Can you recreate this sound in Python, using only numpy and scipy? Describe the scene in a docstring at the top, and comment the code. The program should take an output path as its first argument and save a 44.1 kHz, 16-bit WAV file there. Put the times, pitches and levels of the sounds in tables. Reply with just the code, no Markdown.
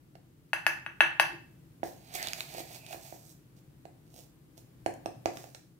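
"""A low rumble runs throughout, and a small kitchen answers each sound. After one faint thud, a plastic
measuring spoon is knocked five times on the rim of a small ceramic bowl to empty it (0.5-1.2 s).
From 1.8 s, off to the right, it bumps a container of powder and digs in, scraping and crackling.
Around 5 s three strong, dull thuds on the container follow, then a few light ticks."""
import sys
import numpy as np
from scipy import signal
from scipy.fft import rfft, irfft, next_fast_len
from scipy.io import wavfile
from scipy.ndimage import uniform_filter1d, minimum_filter1d

SR = 44100
rng = np.random.default_rng(int(sys.argv[2]) if len(sys.argv) > 2 else 0)


def inscribe(sig):
    """Save sig as 16-bit PCM at rate SR to the path in sys.argv[1].

    A 1-D sig is mono; a 2-D sig holds one channel per row.
    Samples are clipped to [-1, 1] before scaling.
    """
    pcm = np.round(np.clip(np.atleast_2d(sig).T, -1, 1) * 32767)
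    wavfile.write(sys.argv[1], SR, pcm.astype(np.int16))


N = 255329
TIME_S = np.arange(N) / SR
HIT_S = TIME_S[:SR // 2]  # time axis of one impact


def undb(db):
    """Decibels to gain."""
    return 10 ** (np.asarray(db) / 20)


def unit_rms(x):
    """Scale to an rms of one."""
    return x / np.sqrt(np.mean(x ** 2))


def on_log_axis(hz, points):
    """Interpolate (Hz, value) points over log frequency."""
    point_hz, value = np.transpose(points)
    return np.interp(np.log(np.maximum(hz, 1)), np.log(point_hz), value)


def colour(x, points):
    """Filter by a curve of (Hz, dB) points."""
    n = x.shape[-1]
    size = next_fast_len(n + SR // 10)
    gain = undb(on_log_axis(np.fft.rfftfreq(size, 1 / SR), points))
    return irfft(rfft(x, size) * gain, size)[..., :n]


def butter(x, hz, kind, order=2):
    """Butterworth low-, high- or band-pass."""
    sos = signal.butter(order, np.minimum(hz, SR / 2 - 1000), kind, fs=SR, output="sos")
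    return signal.sosfilt(sos, x)


def noise_band(samples, hz, width_hz):
    """Unit-rms noise around one pitch."""
    return unit_rms(butter(rng.standard_normal(samples), [hz - width_hz / 2, hz + width_hz / 2], "band"))


def decay(t60_s):
    """Envelope falling 60 dB in t60_s."""
    return np.exp(-np.log(1000) * HIT_S / t60_s)


def ring(modes):
    """Decaying sines of a struck object."""
    return sum(undb(db) * np.sin(2 * np.pi * hz * HIT_S) * decay(t60_s) for hz, db, t60_s in modes)


def burst(t60_s):
    """A short crack of noise."""
    return rng.standard_normal(len(HIT_S)) * decay(t60_s)


def click(t60_s, rough):
    """A contact spike with a little crunch."""
    return signal.unit_impulse(len(HIT_S), 8) + rough * burst(t60_s)


def add(track, start_s, sound):
    """Mix a sound into a track."""
    i = int(start_s * SR)
    track[..., i:i + sound.shape[-1]] += sound[..., :N - i]


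def pan(pair, pan_db):
    """Tilt a stereo pair; positive is left."""
    return pair * undb(np.array([[pan_db], [-pan_db]]) / 2)


def place(x, pan_db, lag_samples=0):
    """Direct sound in stereo; a positive lag delays the left, a negative one the right."""
    return pan(np.array([np.roll(x, max(lag_samples, 0)), np.roll(x, max(-lag_samples, 0))]), pan_db)


# Background spectrum. Each row: frequency in Hz, relative density in dB.
RUMBLE_COLOUR = [(15, -51), (25, -32), (49, -11), (82, -12), (110, -8), (148, -1), (215, -14), (331, -9.5),
                 (368, -17.5), (457, -22), (598, -27.5), (648, -28.5), (703, -30.5), (5880, -43),
                 (15500, -41)]
# Its slow swell. Each row: time in seconds, gain in dB.
RUMBLE_SWELL = [(.4, -60.5), (1.3, -57.5), (4.4, -59), (5.2, -56), (5.79, -62)]


def rumble(hum_hz=128, hum_width_hz=30, hum_db=-5, pan_db=2):
    """Low noise and a droning room resonance, with a faint wide hiss."""
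    mid, side = (unit_rms(colour(rng.standard_normal(N), RUMBLE_COLOUR)) for _ in range(2))
    side = colour(side, [(40, -2), (130, -14), (300, -8), (700, -0.5), (2000, 0.5)])
    hum = undb(hum_db) * noise_band(N, hum_hz, hum_width_hz)
    air = place(mid + hum, pan_db) + np.array([side, -side])
    return air * undb(np.interp(TIME_S, *np.transpose(RUMBLE_SWELL)))


# Bumps on the container. Each row: start in seconds, level in dB, low-pass in Hz, tick offset in dB.
BUMPS = [(0.154, -28.5, 1480, 8.5), (1.8319, -5.5, 1690, -20), (2.548, -19.5, 1200, -11),
         (2.582, -17.5, 1210, -13), (2.603, -17, 1000, -2), (2.9455, -18, 1200, -3),
         (3.125, -19, 1000, -16), (3.854, -21, 893, 2.5), (4.862, -1.5, 1230, 2.5),
         (5.0593, -7.5, 1220, 5.5), (5.258, -0.5, 1170, 5), (5.3713, -28, 1520, 24), (5.441, -24, 1200, 8),
         (5.5481, -32.5, 2016, 26.5)]
# Container walls. Each row: frequency in Hz, level in dB, t60 in seconds.
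CONTAINER_MODES = [(345, -32.5, 0.078), (443, -35, 0.015), (582, -31.5, 0.063), (685, -20.5, 0.028),
                   (747, -20.5, 0.034), (830, -39, 0.032), (1696, -18, 0.0052), (2030, -52, 0.031)]
# Table top beneath. Each row: frequency in Hz, level in dB, t60 in seconds.
TABLE_MODES = [(103.6, -46, 0.4)]
# Crunch opening each thud. Each row: frequency in Hz, gain in dB.
CRUNCH_COLOUR = [(900, 6.5), (1700, 6.5), (2700, 7), (3200, -5), (4000, 6.5), (7000, -1), (8500, -1),
                 (10000, -15.5), (12500, -7.5), (15500, -22)]


def container_thuds(tick_db=-22, highpass_hz=250, pan_db=-8, room_db=-3.5):
    """Dull blows on the powder-filled container start with a crunch and shake the table."""
    thuds = np.zeros(N)
    for start_s, db, lowpass_hz, sharp_db in BUMPS:
        walls = butter(ring(CONTAINER_MODES), lowpass_hz, "low", order=1)
        walls = butter(walls, highpass_hz, "high", order=3)
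        tick = undb(tick_db + sharp_db) * colour(click(t60_s=0.015, rough=0.23), CRUNCH_COLOUR)
        add(thuds, start_s, undb(db) * (walls + ring(TABLE_MODES) + tick))
    return place(thuds, pan_db, lag_samples=14) + undb(room_db) * kitchen_echo(thuds)


# Room decay. Each row: frequency in Hz, t60 in seconds.
ECHO_T60 = [(150, .45), (400, .42), (800, .38), (2000, .42), (5000, .38), (15000, .29)]
# Echo spectrum. Each row: frequency in Hz, gain in dB.
ECHO_COLOUR = [(100, -6), (330, 6), (700, 0), (1300, 2.5), (1750, 1.5), (2400, 0.5), (3500, 0), (8000, 2.5),
               (15000, 6.5)]


def kitchen_echo(x, early_boost=0.23, early_s=0.03, gap_s=0.0017):
    """Close reflections from table and walls, then a diffuse tail, different on each side."""
    spectrum = rfft(rng.standard_normal((2, len(HIT_S))))
    hz = np.fft.rfftfreq(len(HIT_S), 1 / SR)
    onset = np.clip(HIT_S / gap_s - 1, 0, 1) * (1 + early_boost * np.exp(-HIT_S / early_s))
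    end_fade = np.minimum(1, 4 * (1 - HIT_S / HIT_S[-1]))
    edges_hz = np.geomspace(60, 16000, 25)
    response = 0
    for low_hz, high_hz in zip(edges_hz, edges_hz[1:]):
        centre_hz = np.sqrt(low_hz * high_hz)
        band = irfft(spectrum * (hz >= low_hz) * (hz < high_hz), len(HIT_S))
        band *= onset * end_fade * decay(on_log_axis(centre_hz, ECHO_T60))
        # energy in proportion to bandwidth
        band *= np.sqrt(2 * (high_hz - low_hz) / SR / np.sum(band ** 2, axis=1, keepdims=True))
        response += band * undb(on_log_axis(centre_hz, ECHO_COLOUR))
    return signal.fftconvolve(x[None], response, axes=1)[:, :N]


def detune(modes, spread=.012):
    """The spoon meets the rim differently each time, which shifts the mode frequencies."""
    return np.array(modes) * (1 + np.outer(rng.standard_normal(len(modes)), [spread, 0, 0]))


# Spoon on rim. Each row: start in seconds, level in dB, low-pass in Hz, cup share in dB, sharpness in dB.
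RIM_KNOCKS = [(0.5322, -10.5, 2960, 1.5, 0), (.6656, -6.5, 3000, -1, 2.5), (0.8632, -20.5, 2830, -9, -14.5),
              (1.0060, 0, 3418, -1, -7.5), (1.1977, -3.5, 3030, 6.5, 5)]
# Modes of a knock. Each row: frequency in Hz, level in dB, t60 in seconds.
CUP_MODES = [(784, -22.5, 0.036), (900, -23.5, 0.015), (1066, -17, 0.015)]  # the spoon's hollow cup
CLACK_MODES = [(1671, -8.5, 0.024), (1862, -15.5, 0.046), (2033, -18.5, 0.02), (2234, -10, 0.0086),
               (2609, -7, 0.017), (2786, -24, 0.041)]  # spoon and rim together
FOOT_MODES = [(338, -46, 0.36), (430, -42.5, 0.067)]  # the bowl's foot on the table
BOWL_MODES = [(1614, -6, .2), (1655, -7, .26), (1722, -8, .2), (1766, -9, .32), (1829, -7, .22),
              (1943, -8, .2), (2225, -12, .16), (2589, -7, .2), (2638, -1, .42)]  # the bowl, damped by powder
SHIMMER_MODES = [(6083, -45, .3), (6150, -46, .22), (10545, -44, .08), (10560, -41, .17)]  # its high modes, stronger on sharp contact
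# Contact tick. Each row: frequency in Hz, gain in dB.
TICK_COLOUR = [(1500, -14.5), (3000, -7.5), (4200, 2), (5500, -0.5), (7000, -3.5), (9000, -8), (10400, -9),
               (12000, -11), (14200, -11), (15500, -19.5)]


def bowl_knocks(tick_db=-12, ring_db=-31, shimmer_db=3, highpass_hz=650,
                bounce_s=.0034, bounce_db=-8, ring_room_db=-8, room_db=-3.5):
    """Each knock is a hard clack with a hollow note from the spoon; the bowl rings briefly."""
    clacks, ticks, tone, shimmer = np.zeros((4, N))
    for start_s, db, lowpass_hz, cup_db, sharp_db in RIM_KNOCKS:
        cup = undb(cup_db) * ring(detune(CUP_MODES))
        rim = ring(detune(CLACK_MODES))
        clack = butter(rim + cup, lowpass_hz, "low", order=3)
        clack = butter(clack, highpass_hz, "high", order=7)  # small objects radiate little bass
        add(clacks, start_s, undb(db) * (clack + ring(FOOT_MODES)))
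        add(clacks, start_s + bounce_s, undb(db + bounce_db) * clack)  # off the nearest surface
        tick = colour(click(t60_s=0.025, rough=0.48), TICK_COLOUR)
        add(ticks, start_s, undb(db + tick_db + sharp_db) * tick)
        # harder contact rings the bowl more
        add(tone, start_s, undb(db + ring_db + .15 * sharp_db) * ring(BOWL_MODES))
        add(shimmer, start_s, undb(db + shimmer_db + sharp_db / 2) * ring(SHIMMER_MODES))
    direct = place(clacks + tone, pan_db=5, lag_samples=-3)
    direct += place(ticks, pan_db=-4.5, lag_samples=-3)
    direct += place(shimmer, pan_db=1.5)
    # the bowl's ring is mostly dry, so its pitches stay clear
    echo_send = clacks + ticks + undb(ring_room_db) * (tone + shimmer)
    return direct + undb(room_db) * kitchen_echo(echo_send)


# Rubs and hums. Each row: start in seconds, length in seconds, level in dB, centre in Hz, width in Hz.
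RUB_SWELLS = [(1.282, 0.087, -50, 333, 60), (2.136, 0.14, -45.5, 1880, 500),
              (2.538, 0.092, -49.5, 425, 240), (2.723, .3, -60.5, 2530, 300),
              (3.115, 0.05, -52.5, 714, 258)]


def rubs(pan_db=-5, room_db=-5):
    """Short swells of noise, each on one resonance."""
    swells = np.zeros(N)
    for start_s, length_s, db, hz, width_hz in RUB_SWELLS:
        tone = noise_band(SR, hz, width_hz)
        window = np.hanning(int(length_s * SR))
        add(swells, start_s, undb(db) * window * tone[-len(window):])
    return place(swells, pan_db, lag_samples=15) + undb(room_db) * kitchen_echo(swells)


def push(peak_s, rise_s, fall_s, range_db=28.5):
    """Gain of one spoon push: up by range_db over rise_s, down as much over fall_s."""
    from_peak = np.maximum((peak_s - TIME_S) / rise_s, (TIME_S - peak_s) / fall_s)
    return undb(-range_db * from_peak)


def friction(points, slips_per_s, spread_db, hiss):
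    """Tiny slips of uneven size over a smooth hiss, coloured, at unit rms."""
    slips = (rng.random(N) < slips_per_s / SR) * rng.choice([-1, 1], N)
    sizes = undb(spread_db * np.minimum(rng.exponential(size=N), 4))
    return unit_rms(colour(unit_rms(slips * sizes) + hiss * rng.standard_normal(N), points))


# Light shifts of spoon and powder. Each row: peak, rise and fall in seconds, level in dB.
LIGHT_SHIFTS = [(1.835, 0.0058, .22, -49), (2.06, 0.19, 0.073, -67), (3.568, 0.018, .05, -61.5),
                (4.18, 0.14, 0.12, -55), (4.577, .022, 0.035, -56), (5.39, 0.18, 0.32, -54),
                (5.552, 0.0075, 0.027, -59.5)]
# Digging strokes. Each row: peak, rise and fall in seconds, level in dB, grit and wall shares in dB.
DIG_STROKES = [(2.156, 0.047, 0.035, -39, -1, -4), (2.243, 0.24, 0.26, -49, 6, 4),
               (2.40, 0.36, 0.15, -51, 2, 0), (2.599, 0.38, 0.057, -48.5, 0.5, 0),
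               (2.76, 0.27, 0.061, -51, -1.5, 1.5), (2.931, 0.18, 0.073, -52, 0, 5),
               (3.07, 0.45, 0.3, -54.5, -7, -5.5), (3.324, 0.66, 0.017, -60, -16, -10)]
# Friction spectra. Each row: frequency in Hz, relative level in dB.
FINE_COLOUR = [(1500, -35), (3500, -8), (6300, -1), (8000, -1.5), (10000, -9.5), (12500, -3), (15500, -9)]
GRIT_COLOUR = [(800, 3.5), (1300, -4), (2000, 8), (2500, 10.5), (3000, 5), (3600, 7), (4800, 8),
               (8000, -62)]
WALL_COLOUR = [(150, -77), (330, -8.5), (480, -22.5), (650, 3), (780, -1), (1100, -19.5), (2000, -25.5)]
SHIFT_COLOUR = [(400, 4), (700, 10), (1300, -15.5), (2600, -6), (4000, -2), (6500, -0.5), (10000, -6.5),
                (15500, -6)]


def powder_scrapes(grit_db=-1, wall_db=-1, pan_db=-8, room_db=-3):
    """The spoon shears the powder: fine grains hiss, coarse ones rasp, the container wall drones."""
    fine_gain, grit_gain, wall_gain = np.zeros((3, N))
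    for peak_s, rise_s, fall_s, db, grit_share_db, wall_share_db in DIG_STROKES:
        effort = undb(db) * push(peak_s, rise_s, fall_s)
        # each stroke takes over as the last fades
        fine_gain = np.maximum(fine_gain, effort)
        grit_gain = np.maximum(grit_gain, effort * undb(grit_db + grit_share_db))
        wall_gain = np.maximum(wall_gain, effort * undb(wall_db + wall_share_db))
    shift_gain = sum(undb(db) * push(peak_s, rise_s, fall_s) for peak_s, rise_s, fall_s, db in LIGHT_SHIFTS)
    scrape = fine_gain * friction(FINE_COLOUR, slips_per_s=3300, spread_db=5.86, hiss=0.25)
    scrape += grit_gain * friction(GRIT_COLOUR, slips_per_s=900, spread_db=0.79, hiss=0.93)
    scrape += wall_gain * friction(WALL_COLOUR, slips_per_s=270, spread_db=3.8, hiss=0.37)
    scrape += shift_gain * friction(SHIFT_COLOUR, slips_per_s=700, spread_db=6, hiss=0.7)
    echo = pan(kitchen_echo(scrape), pan_db=-4.5)  # stronger on the source's side
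    return place(scrape, pan_db, lag_samples=15) + undb(room_db) * echo


# Snaps while digging. Each row: start in seconds, peak level in dB, centre in Hz.
SNAPS = [(2.2281, -19, 4280), (2.2720, -21, 3380), (2.2853, -20.5, 3280), (2.31, -37, 5370),
         (2.3336, -18, 3470), (2.4067, -18.5, 3300), (2.865, -33, 4540), (2.9284, -29, 2320),
         (4.9395, -38.5, 6700)]


def crackles(t60_s=0.0045, edge_ratio=1.37, pan_db=-7, room_db=-9):
    """Single dry snaps as the spoon pushes through."""
    snaps = np.zeros(N)
    for start_s, db, hz in SNAPS:
        snap = butter(burst(t60_s), [hz / edge_ratio, hz * edge_ratio], "band", order=1)
        add(snaps, start_s, undb(db) * snap / np.abs(snap).max())
    return place(snaps, pan_db, lag_samples=14) + undb(room_db) * kitchen_echo(snaps)


def scene():
    """All sources with their echoes, in stereo."""
    return rumble() + container_thuds() + bowl_knocks() + rubs() + powder_scrapes() + crackles()


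def record(dry, ceiling=.95, window_samples=100, top_hz=15600):
    """Ease the gain down around peaks above the ceiling, then cut the top."""
    gain = ceiling / np.maximum(np.abs(dry).max(axis=0), ceiling)
    gain = uniform_filter1d(minimum_filter1d(gain, window_samples), window_samples)
    return signal.sosfilt(signal.ellip(8, .2, 70, top_hz, fs=SR, output="sos"), dry * gain)


dry = scene()
out = record(dry)
inscribe(out)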